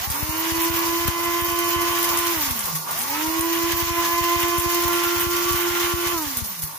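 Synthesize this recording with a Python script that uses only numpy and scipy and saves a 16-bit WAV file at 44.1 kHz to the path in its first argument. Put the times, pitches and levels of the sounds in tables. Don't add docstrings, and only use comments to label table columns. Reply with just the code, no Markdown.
import sys
import numpy as np
from scipy import signal
from scipy.fft import rfft, irfft, next_fast_len
from scipy.io import wavfile
from scipy.ndimage import uniform_filter1d, minimum_filter1d

SR = 44100
rng = np.random.default_rng(int(sys.argv[2]) if len(sys.argv) > 2 else 0)


def generate_wav(sig):
    pcm = np.round(np.clip(np.atleast_2d(sig).T, -1, 1) * 32767).astype(np.int16)
    wavfile.write(sys.argv[1], SR, pcm)


def level_to_linear(level):
    exponent = np.asarray(level, float) / 20
    return 10 ** exponent


N = 298983
SECONDS = np.arange(N) / SR
FFT_SIZE = next_fast_len(N)

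# time in seconds, peak in dB.
PUFFS = [(0.075, -19), (0.103, -18), (0.228, -14), (0.292, -16.5), (0.52, -19), (0.58, -26), (0.701, -18.5),
         (1.054, -19), (1.084, -10), (1.421, -20.5), (1.762, -18.5), (2.476, -27), (2.51, -19),
         (3.394, -23), (3.734, -19), (3.826, -17.5), (3.906, -19), (4.21, -19), (4.362, -19.5),
         (4.434, -23), (4.583, -15.5), (4.661, -17.5), (4.853, -18), (5.267, -17), (5.544, -18),
         (5.704, -25), (5.84, -26), (5.938, -15), (6.064, -24), (6.421, -17.5),
         (0.005, -29), (0.743, -25), (0.886, -29), (0.999, -31), (1.278, -31), (1.482, -29),
            (1.524, -27), (1.785, -26), (1.903, -28), (2.105, -30), (2.187, -28), (2.641, -32),
            (2.369, -25), (3.277, -26), (3.637, -27), (3.76, -29), (3.866, -26), (3.983, -27), (4.131, -28),
            (5.065, -31), (5.164, -25), (5.228, -28), (5.344, -29), (5.455, -30), (5.509, -18.5),
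            (6.131, -31), (6.16, -27), (6.265, -28), (6.37, -27), (6.633, -26)]

# time in seconds, peak in dB.
KNOCKS = [(0.1012, -16.5), (0.5035, -27), (0.617, -18), (0.9802, -30), (1.0775, -14), (1.2356, -18),
          (1.2815, -40), (1.411, -21), (1.5015, -20), (2.0282, -12.5), (2.173, -10), (2.5913, -16),
          (2.6393, -17.5), (2.75, -21), (2.9896, -16.5), (3.0164, -19), (3.3931, -13.5), (3.5527, -25),
          (3.7651, -32), (4.403, -18), (4.4834, -21), (4.582, -9.5), (4.8214, -19), (5.1971, -14.5),
          (5.5069, -14.5), (5.808, -24), (6.2077, -20), (6.3707, -15.5), (6.4435, -18.5), (6.621, -17)]
# pitch in Hz, width in Hz, level in dB.
CUP_WALL = [(1010, 180, -12), (2050, 260, -33), (3300, 740, -8), (5660, 1500, -25), (10170, 3400, -0.5),
            (14300, 1800, 1)]
BOUNCE_S, BOUNCE_DB = 0.015, -6.5

# frequency in Hz, level in dB.
RUSH = [(120, -90), (250, -9), (400, -11), (490, -13.5), (620, -56), (800, -1.5), (1350, -2), (2000, 2.5),
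        (2500, -1), (3000, 1), (3700, -3), (4500, -14.5)]
# frequency in Hz, level in dB.
CUP_AIR = [(450, -16.5), (600, -12.5), (700, -12.5), (820, -9.5), (920, -0.5), (1010, -6.5), (1120, 0),
           (1200, -2.5), (1290, -25), (1420, -5.5), (1600, -25.5)]
# frequency in Hz, level in dB.
GRIT = [(2800, -22), (3600, -4), (4300, -0.5), (6300, 2), (7200, -1.5), (8200, -11), (9200, -34)]
# frequency in Hz, level in dB.
FIZZ = [(7300, -21), (8800, -7.5), (10200, -4), (11500, -2), (12600, -2.5), (13300, -1.5), (14200, -47)]
# frequency in Hz, level in dB.
SIZZLE = [(13100, -22), (13400, -4), (13600, 1), (13900, -2), (14300, -2), (14650, 0), (15000, -3),
          (15500, -2)]
# frequency in Hz, likeness from 0 to 1.
LIKENESS = [(200, .3), (400, 0.35), (1200, 0.19), (2400, 0.05), (4000, 0.02)]
# frequency in Hz, left over right in dB.
LEAN = [(200, 6), (500, 1.5), (1100, -0.5), (2200, -3), (4000, 0), (8000, -1), (11000, 2.5), (14000, -5.5)]
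# time in seconds, bite of the blade in dB, whirl of fragments in dB.
CHURN = [(0.0, 0.5, -1.5), (0.13, -5, 3), (0.22, -5.5, 1), (0.5, 0.8, 0.9), (1.05, -1, 1.2), (1.55, -2, -1),
         (2.05, 0.9, 1.5), (2.45, -0.5, 4), (2.75, -8.5, -1.5), (2.84, -17, -3), (2.93, -5, 1),
         (3.3, -2, 1), (4.05, 3, -2), (4.6, -0.5, 0), (5.06, 1.5, 1), (6.1, 1, -1), (6.42, -8.5, -1),
         (6.7, -19, -5.5)]
# time in seconds, swell in dB.
SURGES = [(0.11, 1), (0.65, 4), (0.74, 2.5), (0.86, 4), (1.079, 6.5), (1.27, 0.5), (1.5, 0.5), (1.69, 3.5),
          (1.875, 3.5), (1.905, -0.5), (2.015, 3), (2.045, 5), (2.105, 1), (2.45, 2.5), (2.68, 4),
          (2.755, 8.5), (3.41, 0), (3.77, 5), (4.05, 4), (4.62, 3), (4.7, 5), (5.2, -2), (5.8, 4.5),
          (6.37, 1.5), (6.45, 3), (6.52, 2), (6.63, 8.5)]
SURGE_RISE_S, SURGE_FALL_S = 0.004, 0.028
# base in dB, share of bite, share of whirl, share of surges,
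# dB per decade of speed, dB per second as the seeds wear down.
LAYERS = [
    (-34.5, 0.87, 0.086, 0.89, 1.8, 0.17),
    (-32.5, 0.11, 0.66, 1, 2.5, 0.16),
    (-36, 0.53, 0.38, 0.36, -14, -0.42),
]

# start in seconds, end in seconds, drag of the seeds afterwards in Hz.
POWER_ON = [
    (0, 2.325, 340.3),
    (2.89, 6.135, 263.3),
]
RIPPLE_HZ, RIPPLE_DB = 100, -2
START_HZ, SPIN_UP_S = 183.57, 0.15
COAST_S = 1.3
FULL_HZ = 343
# time in seconds, free speed in Hz, unbalance in dB,
# blade beat (order 3) in dB, cup shake (order 4) in dB.
LOAD = [(0.22, 335.7, -5, -36.5, -54), (0.5, 335.9, 2.5, -35.5, -53), (1.24, 343.1, -1.5, -30, -42),
        (1.56, 343.7, -1, -30.5, -52), (2.26, 342, -1.5, -32, -41.5), (2.76, 339, 7, -42, -49),
        (3.15, 337, -2.5, -30.5, -54), (3.185, 337.6, 5, -34.5, -48), (3.45, 340.1, 3.3, -36.5, -57),
        (4.0, 341, -3, -30.5, -45), (4.2, 344.3, -0.5, -26, -49.5), (4.8, 345.4, 0.5, -30, -42),
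        (5.0, 345.2, 2.5, -30.5, -35), (5.25, 347.7, -0.6, -37.5, -36.5), (5.95, 346.6, -0.3, -38, -36.5),
        (6.1, 347.2, -3.5, -38, -45), (6.18, 345.3, 4.5, -31, -34), (6.28, 350.3, 2.5, -37, -38)]
# shaft speed in Hz, order 1 in dB.
HOUSING = [(105, -62), (128, -70.5), (152, -42.5), (180, -51.5), (255, -40), (298, -34), (325, -33),
           (345, -28)]
# order, left over right in dB, lead of the left in radians.
MAIN_ORDERS = [(1, -3.5, 0.77), (2, -2.5, 0.75), (3, -4, 0.073), (4, -4, 1.14), (6, -8, 1.76)]
# order, level over order 6 in dB, left over right in dB,
# lead of the left in radians.
WEAK_ORDERS = [(5, -1.5, 2.5, 5), (7, 2, -2, 2.5), (8, -7.5, 3.5, 2.1), (9, -5.5, -13, 3.5)]
# order, lower line in dB, upper line in dB,
# left over right of the upper line in dB.
SIDE_LINES = [(1, -93, -61.5, 24.5), (2, -49.5, -77, 15), (3, -45.5, -36, -8), (4, -41, -46.5, -14.5),
              (5, -67, -70, 7), (6, -47, -57, 7), (7, -49, -50.5, -14), (8, -46, -58.5, -19),
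              (9, -41, -50.5, 8)]
OCTAVE_DB, OCTAVE_FOLLOWS = -43, 0.92
SIXTH_DB, SIXTH_FOLLOWS = -42.5, 0.75
SIXTH_COASTING_DB = -4
GRIP_HZ, FADE_DB_PER_DECADE = 307, 106
ROCK_HZ, ROCK_WIDTH_HZ, ROCK_DB = 157.8, 5.8, 10.5

LOW_CUT_HZ = 74
# frequency in Hz, sag below the usual share in dB.
SPARSE = [(1500, -14), (2600, -6), (3500, -3), (4800, -3), (5800, -6), (7300, -3.4), (9400, -3),
          (10500, -4.5), (13000, -6)]
# frequency in Hz, gain in dB.
TOP_EDGE = [(15430, 0), (15500, -24), (15820, -30), (15870, -60)]


def rms_one(x):
    return x / np.sqrt(np.mean(x ** 2) + 1e-20)


def in_time(rows):
    s, *columns = np.transpose(rows)
    return [np.interp(SECONDS, s, c) for c in columns]


def at_hz(points):
    hz, value = np.transpose(points)
    bins_hz = np.arange(1, FFT_SIZE // 2 + 2) * SR / FFT_SIZE
    return np.interp(np.log(bins_hz), np.log(hz), value)


def drift(rate):
    r = np.exp(-80 * np.pi * rate / SR)
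    slow = signal.lfilter([1], [1, -2 * r, r * r], rng.standard_normal(N // 40 + 2002))[2000:]
    return np.interp(np.arange(N) / 40, np.arange(len(slow)), rms_one(slow))


def resonate(x, hz, width_hz):
    r = np.exp(-np.pi * width_hz / SR)
    poles = [1, -2 * r * np.cos(2 * np.pi * hz / SR), r * r]
    return signal.lfilter((1 - r * r) / 2 * np.array([1, 0, -1]), poles, x)


def powered():
    held = sum((SECONDS >= on) & (SECONDS < off) for on, off, _ in POWER_ON)
    return uniform_filter1d(held.astype(float), size=600)


def shaft_hz():
    free_hz, speed, now_hz = in_time(LOAD)[0], np.zeros(N), START_HZ
    r = np.exp(-1 / (SPIN_UP_S * SR))
    ends = [on for on, *_ in POWER_ON[1:]] + [N / SR]
    for (on, off, drag_hz), end in zip(POWER_ON, ends):
        a, b, c = int(on * SR), int(off * SR), round(end * SR)
        speed[a:b] = signal.lfilter([1 - r], [1, -r], free_hz[a:b], zi=[r * now_hz])[0]
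        coasting = np.exp(-np.arange(c - b) / SR / COAST_S)
        speed[b:c] = (speed[b - 1] + drag_hz) * coasting - drag_hz
        now_hz = speed[c - 1]
    return uniform_filter1d(np.maximum(speed, 60), size=400)


def vent_air():
    t = np.arange(2000) / SR
    s, peak_db = np.transpose(PUFFS)
    steep = np.clip((peak_db + 19) / 30, 0, 1)
    puffs = 0
    for rise_s, share in [(0.0018, 1 - steep), (0.000057, steep)]:
        front = 1 - np.exp(-t / rise_s) * (1 + t / rise_s)
        shape = -front * np.exp(-(t / 0.0098) ** 2)
        starts = np.zeros(N)
        starts[((s - rise_s) * SR).astype(int)] = share * level_to_linear(peak_db + 16)
        puffs = puffs + signal.fftconvolve(starts, shape)[:N]
    low_pass = signal.butter(2, 90, fs=SR, output="sos")
    draught = rms_one(signal.sosfilt(low_pass, rng.standard_normal((2, N))))
    draught *= level_to_linear(1.4 * drift(12.0)) * level_to_linear([[-40], [-60]])
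    draught *= (shaft_hz() / FULL_HZ) ** 1.2
    return puffs * level_to_linear([[0], [-25]]) + draught


def knocks():
    s, peak_db = np.transpose(KNOCKS)
    colour_db = rng.normal(0, 4.3, (len(s), len(CUP_WALL)))
    crack, scatter = np.exp(-1 / (0.002 * SR)), np.exp(-1 / (0.014 * SR))
    out = np.zeros((2, N))
    for (hz, width_hz, level_db), own_db in zip(CUP_WALL, colour_db.T):
        hits = np.zeros(N)
        hits[(s * SR).astype(int)] = level_to_linear(peak_db + level_db + own_db - 3.5)
        hits[((s + BOUNCE_S) * SR).astype(int)] = level_to_linear(peak_db + level_db - own_db - 2.5 + BOUNCE_DB)
        hits += 1e-18
        shape = signal.lfilter([1], [1, -crack], hits)
        shape += 0.96 * signal.lfilter([1], [1, -scatter], hits)
        splinters = np.clip(rng.standard_normal((2, N)), -1.6, 1.6)
        out += resonate(shape * splinters, hz, width_hz)
    return out * level_to_linear([[0.6], [-0.6]])


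def coloured(x, spectrum):
    one, other = rfft(x, FFT_SIZE) * level_to_linear(at_hz(spectrum))
    turn = np.arcsin(np.clip(at_hz(LIKENESS), 0, 1)) / 2
    left = (np.cos(turn) * one + np.sin(turn) * other) * level_to_linear(at_hz(LEAN) / 2)
    right = (np.sin(turn) * one + np.cos(turn) * other) * level_to_linear(-at_hz(LEAN) / 2)
    return rms_one(irfft(np.array([left, right]), FFT_SIZE)[:, :N])


def grains(per_s, spread_db, burst_s, bed):
    sizes = level_to_linear(spread_db * np.minimum(rng.exponential(1, N), 5))
    sizes *= rng.random(N) < per_s / SR
    r = np.exp(-1 / (burst_s * SR))
    return np.sqrt(bed + rms_one(signal.lfilter([1], [1, -r], sizes)) ** 2)


def layer_levels():
    bite_db, whirl_db = in_time(CHURN)
    surge_db = 0
    for s, swell_db in SURGES:
        late = SECONDS - s
        swell = np.exp(np.minimum(late / SURGE_RISE_S, -late / SURGE_FALL_S))
        surge_db = surge_db + swell_db * swell
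    decades = np.log10(shaft_hz() / FULL_HZ)
    levels = []
    for base_db, bites, whirls, surges, per_decade, wear in LAYERS:
        cup_db = bites * bite_db + whirls * whirl_db + surges * surge_db
        levels.append(base_db + cup_db + per_decade * decades + wear * (SECONDS - 3.4))
    return levels


def grinding():
    rush_db, fizz_db, ring_db = layer_levels()
    grit_db = 0.45 * rush_db + 0.55 * fizz_db - 1.5
    sizzle_db = fizz_db + 7.5 + 5.3 * np.log10(shaft_hz() / FULL_HZ)
    rattle = grains(per_s=250, spread_db=6.0, burst_s=0.012, bed=1.94)
    throb = 1 + 0.05 * powered() * np.sin(2 * np.pi * RIPPLE_HZ * SECONDS)
    white = rng.standard_normal((5, 2, N))
    rush = level_to_linear(rush_db + 3.5 + 2.23 * drift(12.5)) * coloured(white[0] * throb * rattle ** 0.52, RUSH)
    ring = level_to_linear(ring_db + 2.4 * drift(4.8)) * coloured(white[1] * throb * rattle ** 0.49, CUP_AIR)
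    grit = level_to_linear(grit_db + 3 + 1.4 * drift(20.0)) * coloured(white[2] * throb ** 0.5 * rattle ** 0.56, GRIT)
    fizz = level_to_linear(fizz_db + 0.97 * drift(8.3)) * coloured(white[3] * rattle, FIZZ)
    sizzle = level_to_linear(sizzle_db + 2.0 * drift(12.0)) * coloured(white[4] * rattle ** 1.1, SIZZLE)
    return rush + ring + grit + fizz + sizzle


def line(phase, level_db, pan_db, lead):
    left = level_to_linear(pan_db / 2 + 0.5 * drift(4.2)) * np.sin(phase + lead)
    right = level_to_linear(-pan_db / 2) * np.sin(phase)
    return np.sqrt(2) * level_to_linear(level_db) * np.array([left, right])


def order_levels(speed_hz):
    _, unbalance_db, beat_db, shake_db = in_time(LOAD)
    fade_db = FADE_DB_PER_DECADE * np.minimum(np.log10(speed_hz / GRIP_HZ), 0)
    swing_db = beat_db + 32
    first_db = np.interp(speed_hz, *np.transpose(HOUSING)) + unbalance_db
    second_db = OCTAVE_DB + OCTAVE_FOLLOWS * swing_db + 0.48 * fade_db
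    sixth_db = SIXTH_DB + SIXTH_FOLLOWS * swing_db + 1.2 * fade_db
    sixth_db += SIXTH_COASTING_DB * (1 - powered())
    return [first_db, second_db, beat_db + fade_db, shake_db + 0.7 * fade_db, sixth_db]


def motor():
    speed_hz = shaft_hz()
    levels = order_levels(speed_hz)
    ripple_db = RIPPLE_DB + 2.0 * drift(2.3)
    angle = 2 * np.pi * np.cumsum(speed_hz + 0.5 * drift(15.6)) / SR
    ripple = 2 * np.pi * RIPPLE_HZ * SECONDS
    slack_db = -8.0 * np.clip(1 - speed_hz / 335, 0, 1)
    shake_db = 1.15 * drift(8.5)
    out = np.zeros((2, N))
    for (k, pan_db, lead), level_db in zip(MAIN_ORDERS, levels):
        flutter_db = shake_db + 1.12 * np.sqrt(k) * drift(17.0) + 2.7 * slack_db * np.abs(drift(15.0))
        out += line(k * angle, level_db + (k - 1) * slack_db + flutter_db + 1.0, pan_db, lead)
    for k, over_db, pan_db, lead in WEAK_ORDERS:
        flutter_db = 2.0 * drift(5.4) + 2.0 * drift(6.7)
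        out += line(k * angle + k, levels[-1] + k * slack_db + over_db + flutter_db, pan_db, lead)
    spun_db = ripple_db + 45 * np.log10(speed_hz / FULL_HZ)
    held = powered()
    for k, lower_db, upper_db, pan_db in SIDE_LINES:
        out += held * line(k * angle - ripple, lower_db + spun_db + 2.1 * drift(10.0), 0, 0.91 * k)
        out += held * line(k * angle + ripple, upper_db + spun_db + 2.35 * drift(8.1), pan_db, 1.0)
    return out


def rocking(x):
    return x + level_to_linear(ROCK_DB) * resonate(x, ROCK_HZ, ROCK_WIDTH_HZ)


def scene():
    return vent_air() + knocks() + grinding() + rocking(motor())


def drop_thin_bands(x):
    mid_side = np.array([x[0] + x[1], x[0] - x[1]]) / 2
    hz, _, frames = signal.stft(mid_side, SR, window="cosine", nperseg=2048)
    power = np.abs(frames[:, :1024]) ** 2
    band_db = 10 * np.log10(power.reshape(2, 128, 8, -1).mean(axis=2) + 1e-20)
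    share_db = band_db - band_db[:, 8:88].mean(axis=1, keepdims=True)
    sag_db = share_db - share_db.mean(axis=2, keepdims=True)
    sag_db -= 0.6 * uniform_filter1d(sag_db, size=9, axis=1)
    line_hz, line_db = np.transpose(SPARSE)
    kept = sag_db > np.interp(hz[4::8], line_hz, line_db, left=-99)[:, None]
    kept = minimum_filter1d(kept, size=2, axis=2)
    frames[:, :1024] *= np.repeat(kept, 8, axis=1)
    mid, side = signal.istft(frames, SR, window="cosine", nperseg=2048)[1][:, :N]
    return np.array([mid + side, mid - side])


def roll_off(x):
    return signal.sosfilt(signal.butter(12, 16680, fs=SR, output="sos"), x)


def record(dry):
    x = signal.sosfilt(signal.butter(4, LOW_CUT_HZ, "high", fs=SR, output="sos"), dry)
    loudness = uniform_filter1d(np.abs(dry).max(axis=0), size=200)
    over_db = np.maximum(20 * np.log10(loudness + 1e-9) + 15.6, 0)
    held_db = np.maximum.accumulate(over_db + 150 * SECONDS) - 150 * SECONDS
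    x = x * level_to_linear(-0.3 * uniform_filter1d(held_db, size=300))
    x = 0.6 * np.tanh(x / 0.6)
    x = drop_thin_bands(x)
    x = irfft(rfft(x, FFT_SIZE) * level_to_linear(at_hz(TOP_EDGE)), FFT_SIZE)[:, :N]
    return roll_off(x)


dry = scene()
out = record(dry)
generate_wav(out)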